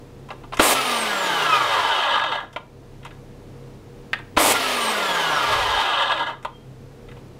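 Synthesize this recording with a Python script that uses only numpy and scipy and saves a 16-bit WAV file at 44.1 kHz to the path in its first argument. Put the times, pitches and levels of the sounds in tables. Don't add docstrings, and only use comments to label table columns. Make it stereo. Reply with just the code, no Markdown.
import sys
import numpy as np
from scipy import signal
from scipy.fft import rfft, irfft, next_fast_len
from scipy.io import wavfile
from scipy.ndimage import uniform_filter1d, map_coordinates

SR = 44100
rng = np.random.default_rng(int(sys.argv[2]) if len(sys.argv) > 2 else 0)


def to_wav(s):
    ch = np.atleast_2d(s).T
    pcm = np.round(np.clip(ch, -1, 1) * 32767)
    wavfile.write(sys.argv[1], SR, pcm.astype(np.int16))


N = 325899

# [f/Hz, level/dB per Hz]
ROOM_RUSH = [(15, -28), (30, -20.5), (45, -25), (85, -21.5), (130, -10.5), (166, -18), (232, -12.5),
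             (315, -12), (362, -14.5), (478, -14.5), (600, -19), (958, -24), (1450, -30.5), (4000, -39.5),
             (15500, -54.5)]
# [f/Hz, level/dB]
ROOM_HUMS = [(30.6, -6), (60.6, -13.5), (99.1, -6.5), (132.1, -3.5), (395, -7), (480, -3)]
# [t since the pull/s, level change/dB]
ROOM_SINKS = [(0, 0), (.25, -6), (.6, -11.5), (.95, -8), (1.5, -8.5), (1.85, -5.5), (2.45, -.5), (2.8, 0)]
# [f/Hz, correlation]
ROOM_ALIKE = [(60, 0.82), (130, 0.69), (290, -0.54), (640, -0.64), (1410, -0.57), (3100, -0.39),
              (6820, -0.089), (15000, -0.11)]
# [f/Hz, left over right/dB]
ROOM_LEAN = [(60, -3.5), (380, 3), (2380, 0.5), (15000, -1)]
ROOM_DB = -40

# [t/s, level around 1.3-2.4 kHz/dB, part below/dB, part above/dB, left over right/dB]
KNOCKS = [(0.2864, -33, 6, 0, -1), (0.3042, -19.5, 6.5, -14, 1), (0.3147, -33, 2, 0, -1),
          (0.4349, -32, 5, -12, -5), (0.5224, -22, 5, -8, 0), (0.532, -16.5, 2, -12, 0),
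          (0.5414, -32, -6, 14, -1.5), (0.57, -20, 1, 6, -10), (0.5904, -10, 3, 0, -2),
          (0.5966, -4.5, -2, 1, 4), (0.7562, -12, 2, -8, -1), (2.1944, -14, -12, -13, 0),
          (2.2394, -13, 5, -18, 4), (2.3144, -21, 5, -14, 0), (2.5282, -40, 6, 11, -5),
          (2.5616, -16, 4, -9, 0), (3.0285, -35, -5, -11, -2.5), (3.049, -24, 2.5, 0, -4),
          (3.0625, -27.5, -2, -15, 0), (3.1065, -35, -22, -13, 0), (4.132, -7, -5, -12, -3),
          (4.1861, -27, 1, -5, 2), (4.3654, -13, 4, -4, -6), (4.373, -2, 5, -6, -1),
          (4.5521, -12, -3, -8, -5), (6.1073, -21, 5, -5, -8), (6.1757, -17.5, -13, -14, -6),
          (6.2992, -27, 5, -10, -6), (6.4262, -35, -3, 4, -7), (6.4485, -15.5, 5, -7, 2),
          (7.0854, -36, -13, -4, -1.5), (7.1144, -34, -4, -5, -8), (7.1666, -36, 3, -5, 1)]
KNOCK_T60_S, SOFTER_S_PER_DB = .042, .0011
KNOCK_TOP_DB = -10.5
# [f/Hz, width/Hz, level/dB]
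HOUSING = [(295, 56, -22), (576, 24, -4.5), (735, 110, -8.5), (905, 69, 1.5), (1026, 66, -1),
           (1191, 39.5, 4), (1381, 112, -1.5), (1658, 32, 3.5), (2037, 77, -6)]
# [f/Hz, width/Hz, level/dB]
STEEL = [(2600, 310, -5), (3043, 71, 5.5), (3224, 62, 1), (3308, 22, 6), (3648, 118, 1.5),
         (4470, 1450, -19.5), (5510, 300, -22.5), (8560, 600, -29.5)]
# [f/Hz, t60/s]
WALLS = [(200, 0.25), (1500, 0.34), (10000, 0.18)]

# [pressed t/s, released t/s, rotor speed at release/(turns/s), friction/(turns/s per s)]
PULLS = [(.595, .746, 270.4, 140.2), (4.37, 4.535, 283.7, 137.3)]
SPIN_UP_S = .1
AIR_DRAG = 6.04e-4
# [speed/(turns/s), rattle/dB, ring of bar and chain/dB, cooling air and brush hiss/dB, housing drone/dB]
BY_SPEED = [(0, -120, -120, -120, -120), (1, -57, -56, -76, -64), (8, -34, -48, -76, -44),
            (16, -23, -34, -68, -45), (35, -24, -28, -60, -47), (55, -22.5, -26, -47, -42),
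            (75, -24.5, -28, -38.5, -42), (110, -24.5, -31, -35, -37), (150, -25.5, -33, -35.5, -32),
            (200, -28.5, -35.5, -34.5, -32), (260, -31, -35.5, -32, -35.5), (285, -32, -37, -32, -33),
            (300, -28, -37, -27.5, -28)]
JOLT_LIFTS_DB = (25, 26, 1, 17)
JOLT_S, JOLT_SHARES = .014, (1, .7)
SLACK_S = .003
# [t/s, lift/dB]
LURCHES = [(1.56, 2.5), (2.148, 4), (2.344, 5), (2.44, 4), (5.53, 2.5), (5.81, 3), (6.02, 4), (6.115, 4),
           (6.22, 4), (6.3, 6)]
LURCH_S = .02
LINKS_PER_TURN = 1.15
STRONG_ORDERS = (1, 5, 7, 9, 18, 38)
# [loudest level/dB, at speed/(turns/s), loss per octave away/dB, flutter/dB]
STRONG_LEVELS = [(-21, 270, 7, 1.5), (-38.5, 160, 1, 3.5), (-37, 140, 11, 4), (-31.5, 130, 12, 3),
                 (-34, 60, 5, 3.5), (-46, 230, 1, 4)]
# [f/Hz, first run/dB, second run/dB]
RADIATION = [(75, -32, -32), (100, -20, -20), (300, -20, -19), (450, -3, -2), (650, -2, -2), (880, 4, 3),
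             (1080, -1, 1), (1220, 8, 4), (1380, 6, 5), (1650, 0, 1), (2000, -4, 1), (2200, -3, -5),
             (2450, 8, -3), (3050, 6, 6), (3600, -5, 4), (4000, -6, -6), (4700, -6, -4), (5500, -3, 3),
             (7800, -1, -4), (8600, 9, 9), (9600, 2, 3), (10300, 3, -5)]
TURNED_S = 3
# [times per turn, level against the rattle/dB]
WEAK_ORDERS = [(3, -11.5), (10, -9), (11, -13), (13, -17.5), (22, -21.5)]
WHEEL_PER_TURN = .19
# [f/Hz, level/dB per Hz]
AIR = [(120, -37.5), (200, -16.5), (231, -17), (333, -17), (414, 0.5), (506, -4), (1190, -2), (1540, -13),
       (1980, -3.5), (3610, -7), (7090, -17.5), (8820, -17.5), (15500, -24)]
# [f/Hz, level/dB per Hz]
SPARKS = [(88, -57.5), (150, -30), (285, 2.5), (373, -10.5), (583, 1), (1200, -4.5), (1540, -11.5),
          (1910, -24.5), (5330, -15.5), (8330, -4.5), (15500, -14.5)]
# [f/Hz, correlation]
SAW_ALIKE = [(60, .95), (200, 0.9), (550, 0.95), (1650, 0.68), (4970, 0.86), (9000, 0.26), (15000, 0.05)]
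# [f/Hz, left over right/dB]
SAW_LEAN = [(60, -1.5), (150, 2.5), (380, 2.5), (950, 2), (2380, -2.5), (5980, 0.5), (15000, -0.5)]

# [t/s, level/dB, extra for modes under 400 Hz/dB]
JOLTS = [(0.5963, -3.5, -3.5), (2.562, -25.5, -7), (4.3721, -10.5, 5), (6.449, -23.5, -20)]
# [f/Hz, level/dB, t60/s]
FRAME = [(74.3, -16.5, 0.066), (320, -12.5, 0.18), (601, -3, 0.067), (1045, -11, 0.021),
         (1362, -0.5, 0.029)]
# [t/s, level/dB]
LEVER_SNAP = (4.132, -18)
# [f/Hz, level/dB, t60/s]
LEVER = [(1660, -1, 0.057), (1837, 2.5, .06), (2790, -5, 0.037), (4600, -13, .03)]
# [t/s, level/dB]
RUMBLE = [(5.42, -67), (5.508, -37), (5.774, -42.5), (5.852, -61)]
# [t/s, level/dB]
BAR_RING = (6.47, -56.5)
TOP_HZ = 15650


def amp(db):
    return 10 ** (np.asarray(db) / 20)


def unit(x):
    return x / np.sqrt(np.mean(x ** 2) + 1e-20)


def along(points, hz):
    f, v = np.transpose(points)
    return np.interp(np.log(hz + 1), np.log(f + 1), v)


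def wobble(rate):
    coarse = np.arange(0, N + 64, 64)
    knots = rng.standard_normal(int(N * rate / SR) + 4)
    smooth = map_coordinates(knots, [coarse * rate / SR])
    return np.interp(np.arange(N), coarse, smooth)


def filtered(x, response):
    m = next_fast_len(N + SR // 8, real=True)
    return irfft(rfft(x, m) * response(np.fft.rfftfreq(m, 1 / SR)), m)[..., :N]


def modes(table):
    def response(f):
        total = 0
        for k, (centre, width, db) in enumerate(table):
            damping = 1j * f * width
            total = total + (-1) ** k * amp(db) * damping / (centre ** 2 - f * f + damping + 1e-9)
        return total
    return response


def noise(spectrum):
    m = next_fast_len(N, real=True)
    hz = np.fft.rfftfreq(m, 1 / SR)
    real, imag = rng.standard_normal((2, 2, len(hz)))
    return unit(irfft((real + 1j * imag) * amp(along(spectrum, hz)), m)[:, :N])


def stereo(pair, alike, lean):
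    m = next_fast_len(N + SR // 8, real=True)
    hz = np.fft.rfftfreq(m, 1 / SR)
    turn = np.arccos(np.clip(along(alike, hz), -1, 1)) / 2
    mid, side = rfft(pair, m) * np.array([np.cos(turn), np.sin(turn)])
    balance = amp(np.outer([.5, -.5], along(lean, hz)))
    return irfft(np.array([mid + side, mid - side]) * balance, m)[:, :N]


def room_tone():
    t = np.arange(N) / SR
    hums = sum(amp(db + 2.8 * wobble(13)) * np.sin(2 * np.pi * hz * t + 1.1 * wobble(6))
               for hz, db in ROOM_HUMS)
    tone = noise(ROOM_RUSH) + amp(-2) * hums * [[1], [.3]]
    since, change_db = np.transpose(ROOM_SINKS)
    sink_db = sum(np.interp(t - on, since, change_db) for on, *_ in PULLS)
    return amp(ROOM_DB + sink_db + 0.38 * wobble(6)) * stereo(tone, ROOM_ALIKE, ROOM_LEAN)


def knocks():
    t = np.arange(8192) / SR
    f = np.fft.rfftfreq(len(t), 1 / SR)

    def below(hz):
        return 1 / (1 + 1.4j * f / hz - (f / hz) ** 2) ** 2

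    def above(hz):
        return (-(f / hz) ** 2) ** 2 * below(hz)

    body = modes(HOUSING)(f) + amp(-11) * modes(STEEL)(f) + 0.31
    bands = np.array([amp(14.5) * above(1420) * below(2900) * body,
                      amp(11) * above(440) * below(1600) * body,
                      amp(11.5) * above(2600) * below(3110) * body,
                      amp(3.0) * above(3000) * below(6700)])
    out = np.zeros((2, N))
    for s, db, low_db, upper_db, pan_db in KNOCKS:
        t60 = KNOCK_T60_S - SOFTER_S_PER_DB * (db + 10)
        grain = rng.standard_normal(len(t)) + 0.37 * rng.standard_normal((2, len(t)))
        burst = amp(-60 * t / np.clip(t60, .005, .15)) * grain
        burst *= 1 - np.exp(-t / (0.00034 * (t60 / 0.061) ** 3))
        colour = amp(db + np.array([0, low_db, upper_db, upper_db + KNOCK_TOP_DB])) @ bands
        start = round(s * SR)
        out[:, start:start + len(t)] += amp([[pan_db / 2], [-pan_db / 2]]) * irfft(rfft(burst) * colour)
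    return out


def walls(x):
    hz, t, z = signal.stft(rng.standard_normal((2, SR // 2)), SR, nperseg=256)
    decay = amp(-60 * t / along(WALLS, hz)[:, None])
    tail = signal.istft(z * decay, SR, nperseg=256)[1]
    tail = tail / np.linalg.norm(tail[0])
    delayed = np.pad(x, ((0, 0), (300, 0)))
    return signal.fftconvolve(delayed, tail, axes=1)[:, :N]


def rotor():
    t, speed = np.arange(N) / SR, np.zeros(N)
    for on, off, top, friction in PULLS:
        rise = 1 - np.exp(-np.clip(t - on, 0, None) / SPIN_UP_S)
        rise = top * rise / (1 - np.exp((on - off) / SPIN_UP_S))
        even = np.sqrt(friction / AIR_DRAG)
        angle = np.arctan(top / even) - friction / even * (t - off)
        speed += np.where(t < off, rise, even * np.tan(np.clip(angle, 0, 1)))
    return speed


def loudness(speed):
    t = np.arange(N) / SR
    at, *levels = np.transpose(BY_SPEED)
    jolt = 0
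    for (on, *_), share in zip(PULLS, JOLT_SHARES):
        since = t - on - SLACK_S
        jolt = jolt + share * (since > 0) * np.exp(-np.abs(since) / JOLT_S)
    lurch_db = sum(db * np.exp(-((t - s) / LURCH_S) ** 2) for s, db in LURCHES)
    powered = sum((t > on) * (t < off - .008) for on, off, *_ in PULLS)
    drive = np.where(powered, at[-1], speed)
    return [np.interp(drive, at, level) + lift_db * jolt + lurch_db
            for level, lift_db in zip(levels, JOLT_LIFTS_DB)]


def power_buzz():
    t = np.arange(N) / SR
    on = sum(np.clip((t - a) / 0.04, 0, 1) * np.clip((b - t) / .012, 0, 1) for a, b, *_ in PULLS)
    mains = np.sin(2 * np.pi * 100 * t)
    sparks = amp(-19) * (1 + 0.21 * mains) * noise(SPARKS)
    return on * (sparks + amp(-46) * mains * [[1], [0]])


def patchy(depth_db):
    z = signal.stft(rng.standard_normal((2, N)), nperseg=256)[2]
    field = uniform_filter1d(rng.standard_normal(z.shape[1:]), size=2, axis=0)
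    field = uniform_filter1d(field, size=6, axis=1)
    return signal.istft(z * amp(depth_db * unit(field)), nperseg=256)[1][:, :N]


def rattle_and_ring(speed, turns):
    links = np.flatnonzero(np.diff(np.floor(LINKS_PER_TURN * turns)))
    blows = np.zeros(N)
    blows[links] = amp(3 * rng.standard_normal(len(links)))
    fade = np.exp(-1 / (.005 * SR))
    shake = signal.lfilter([1], [1, -2 * fade, fade ** 2], blows)
    shake = shake / np.sqrt(np.abs(uniform_filter1d(shake ** 2, SR // 8)) + 1e-9)
    shake = .8 + shake * np.clip(speed / 50, 0, 1)
    chatter = shake * patchy(depth_db=2)
    pattern = unit(irfft(np.exp(2j * np.pi * rng.random(41)), 512))
    every_turn = pattern[(turns % 1 * len(pattern)).astype(int)] * np.sqrt(np.clip(speed / 200, 0, 1))
    chatter[0] += 0.52 * amp(3.3 * wobble(25)) * every_turn
    return unit(filtered(chatter, modes(HOUSING))), unit(filtered(chatter, modes(STEEL)))


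def shaft_tone(order, turns, waver):
    return np.sqrt(2) * np.sin(2 * np.pi * order * turns + waver * wobble(30))


def strong_tones(speed, turns):
    hz, first, second = np.transpose(RADIATION)
    first_run = np.arange(N) < TURNED_S * SR
    total = 0
    for order, (loudest_db, best, loss_db, flutter_db) in zip(STRONG_ORDERS, STRONG_LEVELS):
        f = order * speed
        radiated_db = np.where(first_run, along(np.c_[hz, first], f), along(np.c_[hz, second], f))
        octaves_away = np.abs(np.log2(speed / best + 1e-4))
        db = loudest_db - loss_db * octaves_away + flutter_db * wobble(30) + radiated_db
        total = total + amp(db) * shaft_tone(order, turns, waver=min(.45, .15 * order))
    coasting = np.gradient(speed) < 0
    return coasting * total


def weak_tones(speed, turns):
    grid = np.arange(5000)
    resonance = np.abs(modes(HOUSING + STEEL)(grid))
    return sum(amp(db + 2.8 * wobble(18)) * np.interp(order * speed, grid, resonance)
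               * shaft_tone(order, turns, waver=0.99) for order, db in WEAK_ORDERS)


def air_hiss(speed):
    air = noise(AIR)
    top = filtered(air, lambda hz: 1 / (1 + (9000 / (hz + 1)) ** 4))
    lost = 1 - np.clip(speed / 230, 0, 1) ** 1.06
    return amp(1.0 * wobble(60)) * (air - top * lost)


def saw():
    speed = rotor()
    turns = np.cumsum(speed) / SR
    rattle_db, ring_db, air_db, drone_db = loudness(speed)
    rattle, ring = rattle_and_ring(speed, turns)
    drone = noise([(150, -31.5), (270, -3), (450, -3), (700, 2), (1500, -46)])
    noisy = power_buzz() + amp(rattle_db - 3) * rattle + amp(ring_db - 2.0) * ring
    noisy = noisy + amp(air_db + 7.5) * air_hiss(speed) + amp(drone_db - 2.5) * drone
    tones = amp(rattle_db + 5.5) * weak_tones(speed, turns) + amp(1.5) * strong_tones(speed, turns)
    runout = 1 + 0.33 * np.sin(2 * np.pi * WHEEL_PER_TURN * turns)
    return stereo(noisy + runout * tones * [[1], [.3]], SAW_ALIKE, SAW_LEAN)


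def struck(table, s, db, low_db=0):
    t = np.arange(8192) / SR
    out = np.zeros(N)
    start = round(s * SR)
    for hz, level, t60 in table:
        decay = amp(db + level + low_db * (hz < 400) - 60 * t / t60)
        out[start:start + len(t)] += decay * np.sin(2 * np.pi * hz * t)
    return out


def drive_jolts():
    return sum(struck(FRAME, s, db, low_db) for s, db, low_db in JOLTS)


def lever_snap():
    return struck(LEVER, *LEVER_SNAP)


def rumble():
    low = noise([(15, -19), (50, 1), (100, -6), (200, -29), (500, -55.5)])
    s, db = np.transpose(RUMBLE)
    level_db = np.interp(np.arange(N) / SR, s, db, left=-120, right=-120)
    return amp(level_db) * (low[0] + .3 * low)


def bar_ring():
    t = np.arange(8192) / SR
    s, db = BAR_RING
    swell = np.sin(np.pi * t / t[-1]).clip(0) ** 0.88 * amp(3.6 * wobble(43)[:len(t)])
    out = np.zeros(N)
    start = round(s * SR)
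    out[start:start + len(t)] = amp(db) * swell * np.sin(2 * np.pi * 3200 * t)
    return out


def scene():
    hits = knocks() + drive_jolts() + lever_snap() + bar_ring()
    machine = saw()
    reflected = walls(amp(-10) * hits + amp(-8.5) * machine)
    return room_tone() + hits + machine + reflected + rumble()


def record(dry):
    clipped = dry / (1 + np.abs(dry / 1.1) ** 6) ** (1 / 6)
    return filtered(clipped, lambda hz: hz < TOP_HZ)


dry = scene()
out = record(dry)
to_wav(out)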